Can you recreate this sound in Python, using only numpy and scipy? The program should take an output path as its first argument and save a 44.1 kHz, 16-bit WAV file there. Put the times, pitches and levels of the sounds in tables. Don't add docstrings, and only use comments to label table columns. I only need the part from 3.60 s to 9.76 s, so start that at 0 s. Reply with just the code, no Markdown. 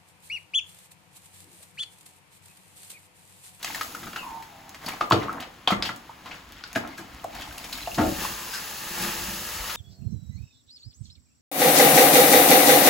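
import sys
import numpy as np
from scipy import signal
from scipy.fft import rfft, irfft, next_fast_len
from scipy.io import wavfile
from scipy.ndimage import map_coordinates

SR = 44100
rng = np.random.default_rng(int(sys.argv[2]) if len(sys.argv) > 2 else 0)


def file_out(sig):
    cols = np.atleast_2d(sig).T
    lim = np.clip(cols, -1, 1)
    pcm = np.round(lim * 32767).astype(np.int16)
    wavfile.write(sys.argv[1], SR, pcm)


N = 271656
TOP_HZ = 15950

# pitch_hz, level_db
POLE_RUMBLE = [(15, -23), (25, -35), (42, 5.5), (70, 1), (120, -8), (250, -31.5)]


def amp(db):
    return 10 ** (np.asarray(db) / 20)


def unit(x):
    return x / np.sqrt(np.mean(x ** 2) + 1e-20)


def along(points, hz):
    pitches, values = np.transpose(points)
    return np.interp(np.log(hz + 1), np.log(pitches + 1), values)


def wobble(per_s):
    return map_coordinates(rng.standard_normal(int(N * per_s / SR) + 4), [np.arange(N) * per_s / SR])


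def filtered(x, response):
    n = x.shape[-1]
    padded = next_fast_len(n + 8192)
    return irfft(rfft(x, padded) * response(np.fft.rfftfreq(padded, 1 / SR)), padded)[..., :n]


def resonance(hz, centre_hz, q):
    damping = 1j * hz * centre_hz / q
    return damping / (centre_hz ** 2 - hz ** 2 + damping)


def add(track, start_s, sound):
    part = track[max(round(start_s * SR), 0):][:len(sound)]
    part += sound[:len(part)]


def spread(pair, spectrum, alike=None):
    # pitch_hz, likeness (1 = the same)
    usual_likeness = [(50, 0.96), (200, 0.95), (500, 0.75), (1400, 0.55), (4000, 0.75), (5800, 0.12),
                      (6700, 1), (14000, 1)]

    def blend(hz):
        angle = np.arccos(np.clip(along(alike or usual_likeness, hz), -1, 1)) / 2
        return amp(along(spectrum, hz)) * np.array([np.cos(angle), np.sin(angle)])
    mid, side = filtered(pair, blend)
    return np.array([mid + side, mid - side]) / np.std(mid)


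def rush(spectrum, grain_db):
    return spread(rng.standard_normal((2, N)) * amp(grain_db * wobble(600)), spectrum)


def burst(centre_hz, q, edge_hz, size):
    noise = rng.standard_normal(size)
    return unit(filtered(noise, lambda hz: resonance(hz, centre_hz, q) / (1 + (hz / edge_hz) ** 2)))


def dying(sound, decay_s):
    fade = amp(-60 * np.arange(len(sound)) / SR / decay_s)
    return sound * fade * np.linalg.norm(fade) / np.linalg.norm(sound * fade)


def swell(full_s, hold_s, rise_s, fall_s):
    t = np.arange(N) / SR - full_s
    return 10.0 ** np.minimum(np.minimum(t / rise_s, (hold_s - t) / fall_s), 0)


def swells(rows, rise_s, fall_s):
    gains = [amp(db) * swell(full_s, hold_s, rise_s, fall_s) for full_s, hold_s, db in rows]
    return np.linalg.norm(gains, axis=0)


def bubbles(centre_hz, octaves, cycles, size_db, count, size=800):
    when, rarity = rng.random((2, count, 1))
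    hz = np.clip(centre_hz * 2 ** (octaves * rng.standard_normal((count, 1))), 300, TOP_HZ)
    t = np.arange(size) / SR
    age = t * hz / cycles
    tone = np.sin(2 * np.pi * hz * t * (1 + 0.03 * np.minimum(age, 1)))
    fade = amp(-60 * age) * (1 - np.exp(-t * hz))
    strength = amp(-size_db * np.log(np.maximum(rarity, .02)))
    at = (when * N).astype(int) + np.arange(size)
    return unit(np.bincount(at.ravel(), (tone * fade * strength).ravel(), N)[:N])


def draught():
    # pitch_hz, level_db
    air_tone = [(15, -35), (25, -22), (42, -7), (70, -7.5), (120, -7.5), (300, -9), (480, -17), (1000, -11),
                (3000, -17), (8000, -32), (16000, -48)]
    return amp(-51) * rush(air_tone, grain_db=1)


def slaps():
    # start_s, level_db, pitch_hz, splash_db, spray_db, decay_s
    hits = [(0.028, -23.5, 4100, -8, -5, 0.034), (0.045, -16.5, 3300, 0.5, -4, 0.022),
            (0.1454, -18, 1720, -12, -10.5, 0.043), (0.2099, -18, 1480, -4.5, -11, 0.048),
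            (0.3479, -19, 1410, -31, -19, 0.034), (0.43, -27.5, 1300, -7.5, -25, 0.08),
            (.468, -25.5, 1390, -17, -29, 0.1), (0.531, -23.5, 1450, -4, -30, 0.029),
            (0.5597, -16.5, 1430, -10, -24, 0.068), (0.823, -35, 1860, -0.5, -7, 0.043),
            (1.1445, -30, 1200, -3.5, -13.5, 0.065), (1.2608, -23, 4540, -26, -9.5, 0.044),
            (1.2804, -19.5, 1210, -7.5, -22, 0.1), (1.284, -22, 3000, -11, -17, 0.031),
            (1.3342, -20.5, 810, -16, -25, 0.052), (1.4081, -12.5, 840, -10.5, -31, 0.09),
            (1.508, -17, 2760, -6, -20, 0.039), (1.52, -3.5, 1430, -2.5, -34, 0.029),
            (1.526, -7.5, 700, -16, -28, 0.047), (1.629, -20.5, 1190, -13, -31, 0.099),
            (1.799, -33.5, 2800, 0, -20, 0.19), (1.824, -28.5, 2980, -1, -25, 0.062),
            (2.074, -7.5, 1130, -5.5, -26.5, 0.066), (2.1034, -11, 1190, -11.5, -23.5, 0.11),
            (2.12, -11.5, 1280, -20, -29, .06), (2.2237, -3.5, 4640, -7, -29, 0.015),
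            (2.23, -24.5, 4260, -1.5, -24, 0.13), (2.2497, -21, 3070, -6.5, -16.5, 0.19),
            (2.29, -10.5, 1300, -17, -35, 0.037), (2.495, -30.5, 1010, -28, -40, 0.1),
            (2.658, -27, 1070, -9, -23, 0.096), (2.7106, -28, 2690, -7, -33, 0.12),
            (3.0376, -22, 4500, -6, -21, 0.02), (3.114, -33, 2700, -8, -22, .05),
            (3.15, -22.5, 2450, -9, -19, 0.13), (3.157, -14.5, 1600, -12, -18.5, 0.073),
            (3.378, -31.5, 1560, -11, -11, 0.15), (3.749, -31, 1970, -11, -9, 0.09),
            (3.819, -24.5, 2870, -7, -13.5, 0.058), (3.979, -28.5, 2920, -12, -3, 0.03),
            (4.04, -30.5, 2470, 0.5, -9.5, 0.087), (4.126, -20.5, 3970, -19, -11.5, 0.065),
            (4.153, -25, 3300, -11, -14, .03), (4.178, -30, 3000, -20, -5, 0.028),
            (4.273, -21.5, 770, -13, -30.5, 0.082), (4.344, -22, 4340, -19, -11, 0.061),
            (4.381, -11, 708, -26, -40, 0.28), (4.382, -15, 1360, -23, -40, 0.16),
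            (4.932, -27, 5000, -13, -17, 0.085), (4.9355, -24, 1600, -12, -11.5, 0.25),
            (5.437, -35, 1040, -13, -5, 0.054), (6.094, -23, 1280, -4, -44, 0.11)]
    out, t = np.zeros(N), np.arange(SR // 3) / SR
    patter = amp(-28.5 - 60 * t / 0.4)
    for start_s, db, pitch_hz, splash_db, spray_db, decay_s in hits:
        body = amp(-11) * burst(pitch_hz, q=5.5, edge_hz=5500, size=len(t))
        splash = amp(splash_db - 6) * burst(3730, q=1.2, edge_hz=1800, size=len(t))
        spray = amp(spray_db + 0.5) * burst(8100, q=0.22, edge_hz=13000, size=len(t))
        fade = (amp(-60 * t / decay_s) + patter) * (1 - np.exp(-t / 0.00092))
        add(out, start_s, amp(db) * (body + splash + spray) * fade)
    return out


def water():
    # full_s, hold_s, level_db
    moves = [(.05, 0.66, -45.5), (1.245, 0.085, -39.5), (1.42, 0.031, -39.5), (1.54, 0.26, -35.5),
             (2.17, 0.09, -35.5), (2.655, 0.079, -45), (3.16, 0.092, -38.5), (3.39, 0.4, -48.5),
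             (3.74, 0.48, -44.5)]
    streams = [(.06, 0.12, -42), (.45, 0.24, -53), (1.25, 0.072, -45), (1.55, 0.09, -47),
               (2.66, 0.076, -49.5), (2.88, 0.74, -54.5), (3.75, 0.13, -44.5), (4, 0.24, -45.5)]
    # pitch_hz, level_db
    slosh_tone = [(60, -3), (150, 3), (310, 9.5), (430, -17), (750, 5.5), (1300, -9.5), (2100, -5.5),
                  (4000, -43)]
    spatter_tone = [(900, 10), (2000, 9), (3200, 7), (5000, 7), (7500, -12), (14000, 3)]
    slosh = swells(moves, rise_s=0.059, fall_s=0.16)
    gushes = amp(2.5 * wobble(per_s=24))
    spatter = swells(streams, rise_s=0.067, fall_s=0.15) * gushes
    wash = amp(-5.5) * slosh * rush(slosh_tone, grain_db=2.5)
    wash += amp(-8.5) * spatter * rush(spatter_tone, grain_db=3.5)
    gurgle = amp(-7) * bubbles(centre_hz=1050, octaves=.5, cycles=10, size_db=2.2, count=2400)
    droplets = amp(-3.5) * bubbles(centre_hz=3500, octaves=.85, cycles=7, size_db=3.4, count=5000, size=256)
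    drips = amp(-4.5) * bubbles(centre_hz=2700, octaves=.65, cycles=18, size_db=2.8, count=2400)
    return wash, slosh * gurgle + spatter * (droplets + drips)


def steam():
    # full_s, hold_s, level_db
    spills = [(.07, 0.16, -44), (.57, 0.019, -55), (1.25, 0.034, -51)]
    # pitch_hz, level_db
    hiss_tone = [(600, -42), (2500, 4), (4500, 3.5), (6700, 5), (8000, 1.5), (11500, 3), (14000, 4.5),
                 (16000, 1.5)]
    simmer = amp(-64)
    puffs = swells(spills, rise_s=0.087, fall_s=0.67)
    under_mop = amp(-40.5) * swell(full_s=4.476, hold_s=N / SR, rise_s=0.82, fall_s=0.67)
    pushed = amp(-4.5) * pushes()[0]
    boil = np.sqrt(simmer ** 2 + puffs ** 2 + under_mop ** 2 + pushed ** 2)
    sizzle = bubbles(centre_hz=7560, octaves=0.59, cycles=4.7, size_db=-8, count=4000, size=128)
    sputter = amp(-0.93 * wobble(per_s=3.65))
    return boil * sputter * (amp(3.5) * rush(hiss_tone, grain_db=1) + amp(-10) * sizzle)


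def embers():
    # start_s, level_db
    ticks = [(0.159, -20), (.2325, -21), (0.3483, -26), (.3655, -37), (1.0936, -28), (1.2865, -18),
             (1.502, -20), (1.5286, -21.5), (1.729, -29), (1.8045, -23.5), (2.3617, -28.5), (2.922, -30.5),
             (3.0766, -35), (3.13, -24), (3.177, -24), (3.275, -30), (3.377, -30), (3.643, -27.5),
             (3.8106, -27), (3.9263, -29), (3.981, -25), (4.1308, -24), (4.1763, -23)]
    out, t = np.zeros(N), np.arange(SR // 10) / SR
    fade = amp(-60 * t / 0.008) + amp(-9.5 - 60 * t / 0.055)
    for start_s, db in ticks:
        add(out, start_s, amp(db - 9.5) * fade * burst(11000, q=0.13, edge_hz=28000, size=len(t)))
    return out


def plops(attack_s=0.00061):
    # start_s, level_db, pitch_hz, decay_s
    pockets = [(0.211, -14, 1317, 0.03), (1.263, -23, 4530, 0.019), (1.27, -33, 660, 0.065),
               (1.32, -27, 2300, 0.038), (1.411, -6.5, 1247, 0.041), (1.5106, 1.5, 1016, 0.014),
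               (1.522, -1.5, 1302, 0.021), (1.683, -16.5, 1130, 0.037), (1.694, -14, 1294, 0.034),
               (2.075, -2.5, 3190, 0.0095), (2.077, -11, 755, 0.04), (2.105, -9, 746, 0.037),
               (2.123, -14, 2020, 0.015), (2.494, -26, 910, 0.059), (3.038, -24.5, 1460, 0.032),
               (3.0385, -29, 4750, 0.013), (3.158, -15.5, 678, 0.07), (3.158, -15.5, 1490, 0.036),
               (3.25, -24, 1380, 0.021), (3.33, -35, 2070, .05), (3.38, -32.5, 1620, 0.1),
               (3.6427, -20, 980, 0.0048), (3.646, -14.5, 700, 0.023), (3.656, -30, 599, 0.093),
               (3.754, -33, 720, 0.041), (3.819, -35, 2740, 0.019), (3.874, -31.5, 861, 0.043),
               (3.912, -30, 1570, .025), (4.126, -25, 4030, .025), (4.153, -26, 3640, .02),
               (4.227, -27, 3915, 0.028), (4.262, -27, 2860, .027), (4.274, -18.5, 707, 0.039),
               (4.316, -26.5, 2760, 0.038), (4.65, -15, 1034, 0.023)]
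    out, t = np.zeros(N), np.arange(SR // 5) / SR
    for start_s, db, pitch_hz, decay_s in pockets:
        sway = np.interp(t, np.linspace(0, t[-1], num=64), rng.standard_normal(64))
        phase = 2 * np.pi * pitch_hz * np.cumsum(1 + 0.28 * t + 0.037 * sway) / SR
        ring = np.sin(phase) * amp(-60 * t / decay_s) * (1 - np.exp(-(t / attack_s) ** 2))
        churn_fade = amp(-29 - 60 * t / 0.062) * (1 - np.exp(-t / attack_s))
        churn = churn_fade * burst(pitch_hz, q=2.4, edge_hz=8200, size=len(t))
        add(out, start_s, amp(db - 5.5) * (ring / np.abs(ring).max() + churn))
    return out


def pushes():
    # hardest_s, rise_s, rub_db, scrape_db, rumble_db
    strokes = [(0.465, 0.11, -59, -40, -62), (4.47, 0.15, -50, -29, -48), (4.631, 0.14, -32, -36.5, -43),
               (5.433, 0.21, -30.5, -35.5, -51), (5.64, 0.31, -40, -38.5, -44), (5.95, 0.23, -40, -60, -47),
               (6.11, 0.26, -37, -65, -53)]
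    gains = [amp(levels)[:, None] * swell(hardest_s, 0, rise_s, fall_s=1.55 * rise_s)
             for hardest_s, rise_s, *levels in strokes]
    return np.linalg.norm(gains, axis=0)


def oven_hollow():
    # pitch_hz, width_hz, level_db
    peaks = [(478, 32, -3), (598, 7.1, -0.5), (880, 40, 1.5), (1258, 71, 1.5), (1662, 83, 2),
             (1860, 150, 0), (2850, 290, -1.5)]
    roof = lambda hz: sum((-1) ** k * amp(db) * resonance(hz, pitch_hz, q=pitch_hz / width_hz)
                          for k, (pitch_hz, width_hz, db) in enumerate(peaks))
    rubbing = rush([(250, -26), (500, 1.5), (3000, -1.5), (6000, 4)], grain_db=2.5)
    hollow = unit(filtered(rubbing, roof))
    drift = np.cumsum(1 + 0.03 * wobble(per_s=3))
    return np.array([map_coordinates(side, [drift], mode='mirror') for side in hollow])


def mopping():
    # pitch_hz, level_db
    rub_tone = [(250, -6.5), (500, -2), (900, 3), (1700, 1), (2300, -1.5), (3000, -5), (4500, -1),
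                (8000, -7)]
    scrape_tone = [(70, -6), (140, -0.5), (200, 5), (295, -10), (345, 7), (410, -17.5), (800, -25)]
    rub, scrape, rumble = pushes()
    grit = bubbles(centre_hz=2600, octaves=.9, cycles=3, size_db=5, count=2500, size=256)
    drag = swell(full_s=4.4, hold_s=N / SR, rise_s=0.16, fall_s=0.16)
    rag = amp(-3.5) * oven_hollow() + amp(-2) * rush(rub_tone, grain_db=-0.5)
    out = np.hypot(rub, amp(-40) * drag) * rag + amp(-9.5) * rub * grit
    out += amp(-2.5) * np.hypot(scrape, amp(-50.5) * drag) * rush(scrape_tone, grain_db=5.5)
    return out + amp(-1) * rumble * rush(POLE_RUMBLE, grain_db=-2)


def pole_swings():
    # full_s, hold_s, level_db
    swings = [(.53, 0.015, -54), (1.55, 0.044, -46), (2.22, 0.046, -45), (2.76, 0.18, -51.5),
              (3.53, .02, -46), (3.8, 0.92, -45.5)]
    return amp(-5) * swells(swings, rise_s=0.16, fall_s=0.33) * rush(POLE_RUMBLE, grain_db=8.5)


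def whistles(glide_s=0.056):
    # full_s, hold_s, level_db, first_hz, last_hz, fuzziness
    drops = [(0.593, 0.017, -41.5, 2807, 2405, 2.0), (0.645, 0.16, -42.5, 1020, 893, 0.78),
             (0.896, 0.23, -55, 849, 787, 0.68), (4.798, 0.11, -50, 1027, 996, 0.59),
             (4.94, .02, -47, 1550, 1660, .9), (4.942, 0.017, -43.5, 4940, 5250, 1.5)]
    out = np.zeros(N)
    for full_s, hold_s, db, first_hz, last_hz, fuzziness in drops:
        age = np.maximum(np.arange(N) / SR - full_s, 0)
        hz = last_hz + (first_hz - last_hz) * np.exp(-age / glide_s)
        phase = 2 * np.pi * np.cumsum(hz * (1 + 0.013 * wobble(per_s=50.3))) / SR
        fuzz = wobble(400) * np.sin(phase) + wobble(370) * np.cos(phase)
        tone = unit(np.sin(phase) + fuzziness * fuzz)
        out += amp(db + 2) * swell(full_s, hold_s, rise_s=0.069, fall_s=0.052) * tone
    return out


def knocks(blows, notes, ring_db, detune, thud_db, thud_s, squelch_db, squelch_hz, squelch_s,
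           pocket_db, pocket_s):
    out, t = np.zeros(N), np.arange(SR // 3) / SR
    hz, note_db, decay_s = np.transpose(notes)[:, :, None]
    for start_s, db, thud_hz, decay_factor in blows:
        strength, shift = rng.standard_normal((2, len(notes), 1))
        thin_db = 3.4 * np.maximum(np.log2(thud_hz / hz), 0)
        fades = amp(note_db - thin_db + 2 * strength - 60 * t / (decay_s * decay_factor))
        tones = np.sin(2 * np.pi * hz * (1 + detune * shift) * t)
        ring = amp(ring_db) * (fades * tones).sum(0) / np.linalg.norm(amp(note_db))
        thud = amp(thud_db) * dying(burst(thud_hz, q=4.1, edge_hz=620, size=len(t)), thud_s)
        squelch = amp(squelch_db) * dying(burst(squelch_hz, q=0.95, edge_hz=9000, size=len(t)), squelch_s)
        pocket = amp(pocket_db - 60 * t / pocket_s) * np.sin(2 * np.pi * thud_hz * t)
        add(out, start_s, amp(db) * (ring + thud + squelch + pocket) * (1 - np.exp(-t / 0.0043)))
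    bass_cut = signal.butter(2, 85, 'highpass', fs=SR, output='sos')
    return signal.sosfilt(bass_cut, out)


def bucket_bumps():
    # start_s, level_db, thud_hz, decay_factor
    bumps = [(1.262, -24, 239, 0.73), (1.29, -31, 297, 0.41), (1.418, -23.5, 340, 0.54),
             (1.512, -7, 327, 0.4), (1.523, -2.5, 287, 0.44), (1.529, -6.5, 121, 0.3),
             (1.54, -10, 440, 0.44), (1.559, -11.5, 336, 0.53), (1.597, -19.5, 214, 1.0),
             (2.076, -19, 267, 0.21), (2.1205, -4, 185, 0.39), (2.156, -20, 183, 0.41),
             (2.3, -20.5, 225, 0.48), (3.163, -12, 234, 0.32), (3.171, -12, 240, 0.31),
             (3.262, -27, 270, 0.87), (3.388, -25.5, 338, 1.0), (3.79, -29, 292, 0.63)]
    # pitch_hz, level_db, decay_s
    notes = [(83, -1, 0.18), (128, 3, 0.17), (164, 2, 0.23), (198, 5, 0.29), (235, 0, 0.15),
             (265.4, -1, 0.2), (298.4, -2, 0.27), (336.5, -4.5, 0.37), (447, -11, 0.24), (526, -22, 0.13),
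             (590, -5, 0.25), (694, -4, 0.18), (771, -2, 0.2), (848, -1, 0.18), (1067, -1, 0.14),
             (1209, 0, 0.2), (1305, -8, 0.16), (2480, -10, 0.2), (2920, -8.5, 0.23)]
    return knocks(bumps, notes, ring_db=-7, detune=0.015, thud_db=-13, thud_s=0.048,
                  squelch_db=-20, squelch_hz=540, squelch_s=0.061, pocket_db=-6.5, pocket_s=0.047)


def mop_landing():
    # start_s, level_db, thud_hz, decay_factor
    blows = [(4.376, -9.5, 168, 0.46), (4.385, -6.5, 216, 0.57), (4.396, -7, 297, 0.55),
             (4.409, -8, 285, 0.52), (4.435, -13.5, 278, 0.85), (4.455, -17.5, 313, 0.75)]
    # pitch_hz, level_db, decay_s
    notes = [(80, 6, 0.34), (132, -7, 0.32), (152, -5, 0.3), (222, 5.5, 0.15), (277, 8, 0.22),
             (306.3, 5, 0.38), (352, -14, 0.18), (449, -3, 0.3), (537, -5, 0.51), (579, 0.5, 0.36),
             (642, -2.5, 0.42), (735, -2, 0.36), (886, 1, 0.18), (1040, -14, 0.13), (1245, -6, 0.25),
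             (1410, -1, 0.26)]
    return knocks(blows, notes, ring_db=-8.5, detune=0.012, thud_db=-13.5, thud_s=0.09,
                  squelch_db=-22, squelch_hz=610, squelch_s=0.09, pocket_db=-11.5, pocket_s=0.074)


def pole_jolts(attack_s=0.0063):
    # start_s, level_db, pitch_hz, decay_s
    jolts = [(5.438, -29, 195, 0.099), (5.474, -27, 202, 0.11), (5.68, -30, 208, 0.085),
             (5.726, -30.5, 192, .09), (5.953, -35, 70.4, .08), (5.998, -28, 46, 0.17)]
    out, t = np.zeros(N), np.arange(SR // 3) / SR
    for start_s, db, pitch_hz, decay_s in jolts:
        fade = amp(-60 * t / decay_s) * (1 - np.exp(-(t / attack_s) ** 2))
        throb = np.sin(2 * np.pi * pitch_hz * t) * fade
        add(out, start_s, amp(db - 5) * throb / np.abs(throb).max())
    return out


def room(x, delay_s):
    # pitch_hz, decay_s
    walls = [(100, 0.19), (400, 0.47), (1200, 0.3), (4000, 0.2), (12000, 0.22)]
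    hz, t, noise = signal.stft(rng.standard_normal((2, SR // 2)), SR, nperseg=256)
    echo = signal.istft(noise * amp(-60 * t / along(walls, hz)[:, None]), SR, nperseg=256)[1]
    tone = [(60, 10.0), (300, 1.0), (1200, 0.5), (5000, 4.5), (14000, 0.0)]  # pitch_hz, level_db
    echo = spread(echo, tone, alike=[(100, 1.0), (300, 0.74), (800, -0.47), (5800, -0.37), (6700, 1.0)])
    delayed = np.pad(x, (round(delay_s * SR), 0))[None]
    return signal.fftconvolve(delayed, echo / np.linalg.norm(echo[0]), axes=1)[:, :N]


def scene():
    wash, drips = water()
    near = drips + slaps() + plops() + embers() + whistles() + bucket_bumps() + mop_landing()
    background = draught() + pole_swings() + pole_jolts()
    oven = steam() + mopping()
    return near + amp(-4.5) * room(near, delay_s=.003) + wash + oven + background


def record(dry):
    treble_hz, left_lead_s, right_lead_s = 6950, 1.8e-5, 2.38e-4
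    # pitch_hz, left_minus_right_db
    balance = [(100, 0.54), (1000, 1.5), (2800, 1.4), (4500, 4.4), (5700, 3), (6600, .1)]
    sides = np.array([[.5], [-.5]])

    def microphone(hz):
        left_ahead = hz * left_lead_s * np.minimum(2 - 2 * hz / treble_hz, 1)
        lead_cycles = np.where(hz < treble_hz, left_ahead, (treble_hz - hz) * right_lead_s)
        return amp(sides * along(balance, hz)) * np.exp(2j * np.pi * lead_cycles * sides)
    heard = filtered(dry, microphone)
    rounded = heard / (1 + (heard / .95) ** 6) ** (1 / 6)
    return filtered(rounded, lambda hz: hz < TOP_HZ)


dry = scene()
out = record(dry)
file_out(out)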